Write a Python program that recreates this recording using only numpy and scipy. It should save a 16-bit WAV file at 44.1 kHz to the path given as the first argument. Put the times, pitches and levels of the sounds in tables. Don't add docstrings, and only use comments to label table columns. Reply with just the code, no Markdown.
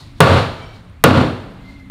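import sys
import numpy as np
from scipy import signal
from scipy.io import wavfile

SR = 44100
rng = np.random.default_rng(int(sys.argv[2]) if len(sys.argv) > 2 else 0)


def makeup_ratio(level_db):
    decades = np.asarray(level_db, float) / 20
    return 10 ** decades


def generate_wav(sig):
    pcm = np.round(np.clip(np.atleast_2d(sig).T, -1, 1) * 32767).astype(np.int16)
    wavfile.write(sys.argv[1], SR, pcm)


N = 83790
T = np.arange(N) / SR
RING_T = np.arange(int(1.15 * SR)) / SR


def rms_one(x):
    return x / np.sqrt(np.mean(x ** 2) + 1e-20)


def at_hz(points, hz):
    table_hz, values = np.array(points).T
    return np.interp(np.log(hz), np.log(table_hz), values)


def drift(rate_hz):
    r = np.exp(-2 * np.pi * rate_hz * 16 / SR)
    white = rng.standard_normal(N // 16 + 602)
    slow = signal.lfilter([1], [1, -2 * r, r * r], white)[600:]
    return np.interp(np.arange(N) / 16, np.arange(len(slow)), rms_one(slow))


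def bands(spectrum, white):
    edges = 28 * 2 ** np.arange(0, 9.4, 1 / 3)
    centres = np.sqrt(edges[1:] * edges[:-1])
    power = np.sum(makeup_ratio(2 * at_hz(spectrum, centres)) * np.diff(edges)) / (SR / 2)
    result = []
    for k, hz in enumerate(centres):
        band_pass = signal.butter(2, edges[k:k + 2], "band", fs=SR, output="sos")
        gain = makeup_ratio(at_hz(spectrum, hz)) / np.sqrt(power)
        result.append((hz, gain * signal.sosfilt(band_pass, white[k % 2])))
    return result


def decay(t, t60, rise):
    t = np.maximum(t, 0)
    return (1 - np.exp(-t / rise)) * np.exp(-np.log(1000) * t / t60)


def add(out, s, sound):
    i = int(round(s * SR))
    part = sound[max(-i, 0):N - i]
    out[max(i, 0):max(i, 0) + len(part)] += part


def crack(count):
    crack_hz, width_hz, thud_hz = 1500, 900, 480
    hiss = rng.standard_normal((count, len(RING_T)))
    r = np.exp(-np.pi * width_hz / SR)
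    clank = signal.lfilter([1], [1, -2 * r * np.cos(2 * np.pi * crack_hz / SR), r * r], hiss)
    thud = makeup_ratio(-5) * np.sin(2 * np.pi * thud_hz * RING_T)
    body = makeup_ratio(18) * (rms_one(clank) + thud) * decay(RING_T, .035, .0014)
    tick = makeup_ratio(17) * hiss * decay(RING_T - .0004, .007, .00074)
    return body + tick


# (frequency [Hz], rise time [s])
RISE_TIMES = [(60, .03), (90, .05), (130, .006), (300, .006), (1500, .0015), (16000, 0.00056)]
# (frequency [Hz], level struck on flange [dB], level struck on web [dB], t60 [s])
FRAME_MODES = [(88, 2, 1, .45), (120, 1, 1, .4), (160, 5, 7, .2), (248, -8, 2, .45), (305, -12, -1, 0.42),
               (404, -6, -10, .35), (465, -4, -9, .35), (540, -2, -5, .42), (620, -5, -11, .35),
               (690, -8, -11, .35), (930, -13, -12, .42), (1140, -6, -11, .43), (1400, -13, -14, 0.38),
               (2735, -20, -20, 0.37)]


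def frame_modes(on_web):
    beat_hz = 6
    ring = np.zeros(len(RING_T))
    for hz, flange_db, web_db, t60 in FRAME_MODES:
        phase, detuning, twin_phase = rng.random(3)
        twin_hz = hz + (beat_hz + .025 * hz) * (.5 + detuning)
        pair = np.sin(2 * np.pi * (hz * RING_T + phase))
        pair += .8 * np.sin(2 * np.pi * (twin_hz * RING_T + twin_phase))
        level_db = 6 + (web_db if on_web else flange_db)
        ring += makeup_ratio(level_db) * pair * decay(RING_T, t60, at_hz(RISE_TIMES, hz))
    return ring


# (frequency [Hz], level per Hz [dB])
PANEL_SPECTRUM = [(24, -56), (40, -21.5), (91, 1.5), (353, -6), (539, -4.5), (825, -8.5), (1170, -9.5),
                  (3800, -24.5), (15800, -57)]
# (frequency [Hz], t60 [s])
PANEL_DECAY = [(50, 0.39), (120, 0.43), (500, 0.42), (1500, 0.4), (4000, 0.47), (9000, 0.39), (16000, 0.27)]
# (frequency [Hz], level against the ringing [dB])
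GARAGE_TAIL = [(60, -25), (300, -28.5), (2000, -29.5), (12000, -29)]


def panel_ringing(low_db, lasting):
    same_each_blow = .6
    common = rng.standard_normal((2, 1, len(RING_T)))
    own = rng.standard_normal((2, len(low_db), len(RING_T)))
    white = np.sqrt(same_each_blow) * common + np.sqrt(1 - same_each_blow) * own
    ring = 0
    for hz, band in bands(PANEL_SPECTRUM, white):
        emphasis_db = low_db / (1 + (np.log(hz / 260) / .3) ** 2)
        t60 = at_hz(PANEL_DECAY, hz) * lasting ** (hz / (hz + 3000))
        direct = decay(RING_T, t60, at_hz(RISE_TIMES, hz))
        garage = makeup_ratio(at_hz(GARAGE_TAIL, hz)) * decay(RING_T, 1.286, .096)
        ring = ring + makeup_ratio(12.5 + emphasis_db) * band * (direct + garage)
    return ring


# (time [s], strength [dB], weight of the 260 Hz panels [dB], treble ring time [share])
HAMMER_BLOWS = [
    (-0.63, -6, 1, 1.01),
    (0.2038, -1.5, -5, 1.02),
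    (1.0390, -2.5, 4, .78),
    (1.8995, -27, 0, 1.01),
]


def blows():
    out = np.zeros(N)
    settings = np.array(HAMMER_BLOWS)
    ring = panel_ringing(settings[:, 2:3], settings[:, 3:]) + crack(len(HAMMER_BLOWS))
    for k, (s, db, *_) in enumerate(HAMMER_BLOWS):
        add(out, s, makeup_ratio(db) * (ring[k] + frame_modes(on_web=k % 2 == 0)))
    return out


# (frequency [Hz], level per Hz [dB])
AIR_SPECTRUM = [(15, -34), (25, 0.5), (104, -1), (216, -12.5), (284, -5.5), (352, -31), (1730, -31),
                (2030, -28), (15800, -59)]


def air():
    together = drift(4)
    out = np.zeros(N)
    for hz, band in bands(AIR_SPECTRUM, rng.standard_normal((2, N))):
        lumps_db = .8 * together + 1.6 * drift(12)
        out += band * makeup_ratio(lumps_db * (1.8 if hz < 150 else 1))
    return makeup_ratio(-41) * out


# (start [s], peak [s], end [s], slip rate [Hz], level [dB rms], steady part [share])
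FRAME_SQUEAKS = [
    (0, .03, 0.1, 643, -60, 0.5),
    (.53, .63, .85, 753, -41, .3),
    (1.575, 1.71, 1.93, 688, -46.5, .95),
]
# (multiple of slip rate, first squeak [dB], second squeak [dB], third squeak [dB])
SQUEAK_PARTIALS = [(2, -12, -8, -15), (3, 8, 0.5, 4.5), (4.05, -25, 0, -39.5), (5, -18, -17, -11),
                   (5.95, -3.5, -13, -11), (7.3, -10, -8, -24), (8.4, -22, -30, -20)]


def squeaks():
    out = np.zeros(N)
    for k, (start, peak, end, hz, db, steady) in enumerate(FRAME_SQUEAKS):
        shape = np.interp(T, [start - .001, peak, end], [0, 1, 0]) ** 1.3
        wander = .007 * (drift(25) + 2.5 * shape)
        phase = 2 * np.pi * np.cumsum(hz * (1 + wander)) / SR
        for j, (multiple, *partial_db) in enumerate(SQUEAK_PARTIALS):
            slip = .55 * drift(60)
            if j == 1:
                slip += steady * (1 + makeup_ratio(-11) * drift(60))
            out += makeup_ratio(db - .5 + partial_db[k]) * shape * slip * np.sin(multiple * phase)
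    return out


# (peak [s], length [s], level [dB rms])
BRUSHES = [(0, 0.079, -46), (0.186, 0.0092, -52.5), (.62, .05, -54), (.76, .05, -54), (1.549, .004, -64),
           (1.70, .06, -54), (1.8, .006, -59)]
# (frequency [Hz], level per Hz [dB])
BRUSH_SPECTRUM = [(290, -20.5), (500, -8), (936, 0.5), (1350, -9), (1910, -17), (4280, -2), (14000, -33)]


def rustles():
    shape = sum(makeup_ratio(db) * np.exp(-np.abs(T - s) / length) for s, length, db in BRUSHES)
    brush = np.zeros(N)
    for hz, band in bands(BRUSH_SPECTRUM, rng.standard_normal((2, N))):
        if hz > 400:
            brush += band * makeup_ratio(1.3 * drift(40))
    return shape * brush


# (start [s], end [s], frequency [Hz], level [dB rms])
STAND_DRONES = [(1.38, 1.95, 275, -50), (.55, 0.96, 177, -48.5), (1.4, 1.95, 190, -48.5),
                (0, .2, 320, -54.5)]


def drones():
    out = np.zeros(N)
    for start, end, hz, db in STAND_DRONES:
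        shape = np.clip(np.minimum(T - start, end - T) / .08, 0, 1)
        rough = 1 + .5 * drift(7.2)
        out += makeup_ratio(db + 3) * shape * rough * np.sin(2 * np.pi * hz * T + 1.2 * drift(6))
    return out


# (time [s], level [dB], frequency [Hz])
STAND_KNOCKS = [(.158, -29.5, 92), (0.9, -31, 72), (1.785, -29, 82), (1.9, -34, 70)]


def knocks():
    out = np.zeros(N)
    for s, db, hz in STAND_KNOCKS:
        add(out, s, makeup_ratio(db) * np.sin(2 * np.pi * hz * T) * decay(T, .09, .003))
    return out


# (time [s], level [dB], frequency [Hz])
GRIT_TICKS = [(.8985, -50, 9000), (1.54, -53, 12000), (.68, -54, 8000), (1.795, -54, 7000), (.8, -56, 9500)]


def grit():
    out = np.zeros(N)
    for s, db, hz in GRIT_TICKS:
        add(out, s, makeup_ratio(db) * np.sin(2 * np.pi * hz * T) * decay(T, .006, .0003))
    return out


def scene():
    return (blows() + air() + squeaks() + rustles() + drones() + knocks() + grit())[None]


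# (frequency [Hz], width [Hz], level [dB])
MICROPHONE_PEAKS = [(1330, 600, 2.5), (1890, 500, -1.5), (4050, 1520, 4.5), (5570, 2000, -4),
                    (9000, 2000, 4), (13500, 7000, 4)]


def microphone(x):
    for hz, width_hz, db in MICROPHONE_PEAKS:
        a, w = makeup_ratio(db / 2), 2 * np.pi * hz / SR
        q = np.sin(w) * width_hz / hz / 2
        x = signal.lfilter([1 + q * a, -2 * np.cos(w), 1 - q * a], [1 + q / a, -2 * np.cos(w), 1 - q / a], x)
    return x


def roll_off(x):
    return signal.sosfilt(signal.butter(12, 15950, fs=SR, output="sos"), x)


def record(dry):
    overload_db, limit_db, attack_s, release_db_per_s = 14.5, -1.5, .0035, 260
    x = np.clip(microphone(dry), -makeup_ratio(overload_db), makeup_ratio(overload_db))
    level = 20 * np.log10(np.abs(x) + 1e-6)
    release = release_db_per_s * T
    held = np.maximum.accumulate(level + release, axis=1) - release
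    r = np.exp(-1 / (attack_s * SR))
    cut_db = signal.lfilter([1 - r], [1, -r], np.maximum(held - limit_db, 0))
    x = np.clip(x * makeup_ratio(-cut_db), -1, 1)
    x = signal.sosfilt(signal.cheby2(10, 50, 16800, fs=SR, output="sos"), x)
    mix = np.clip(x, -1, 1)
    return roll_off(mix)


dry = scene()
out = record(dry)
generate_wav(out)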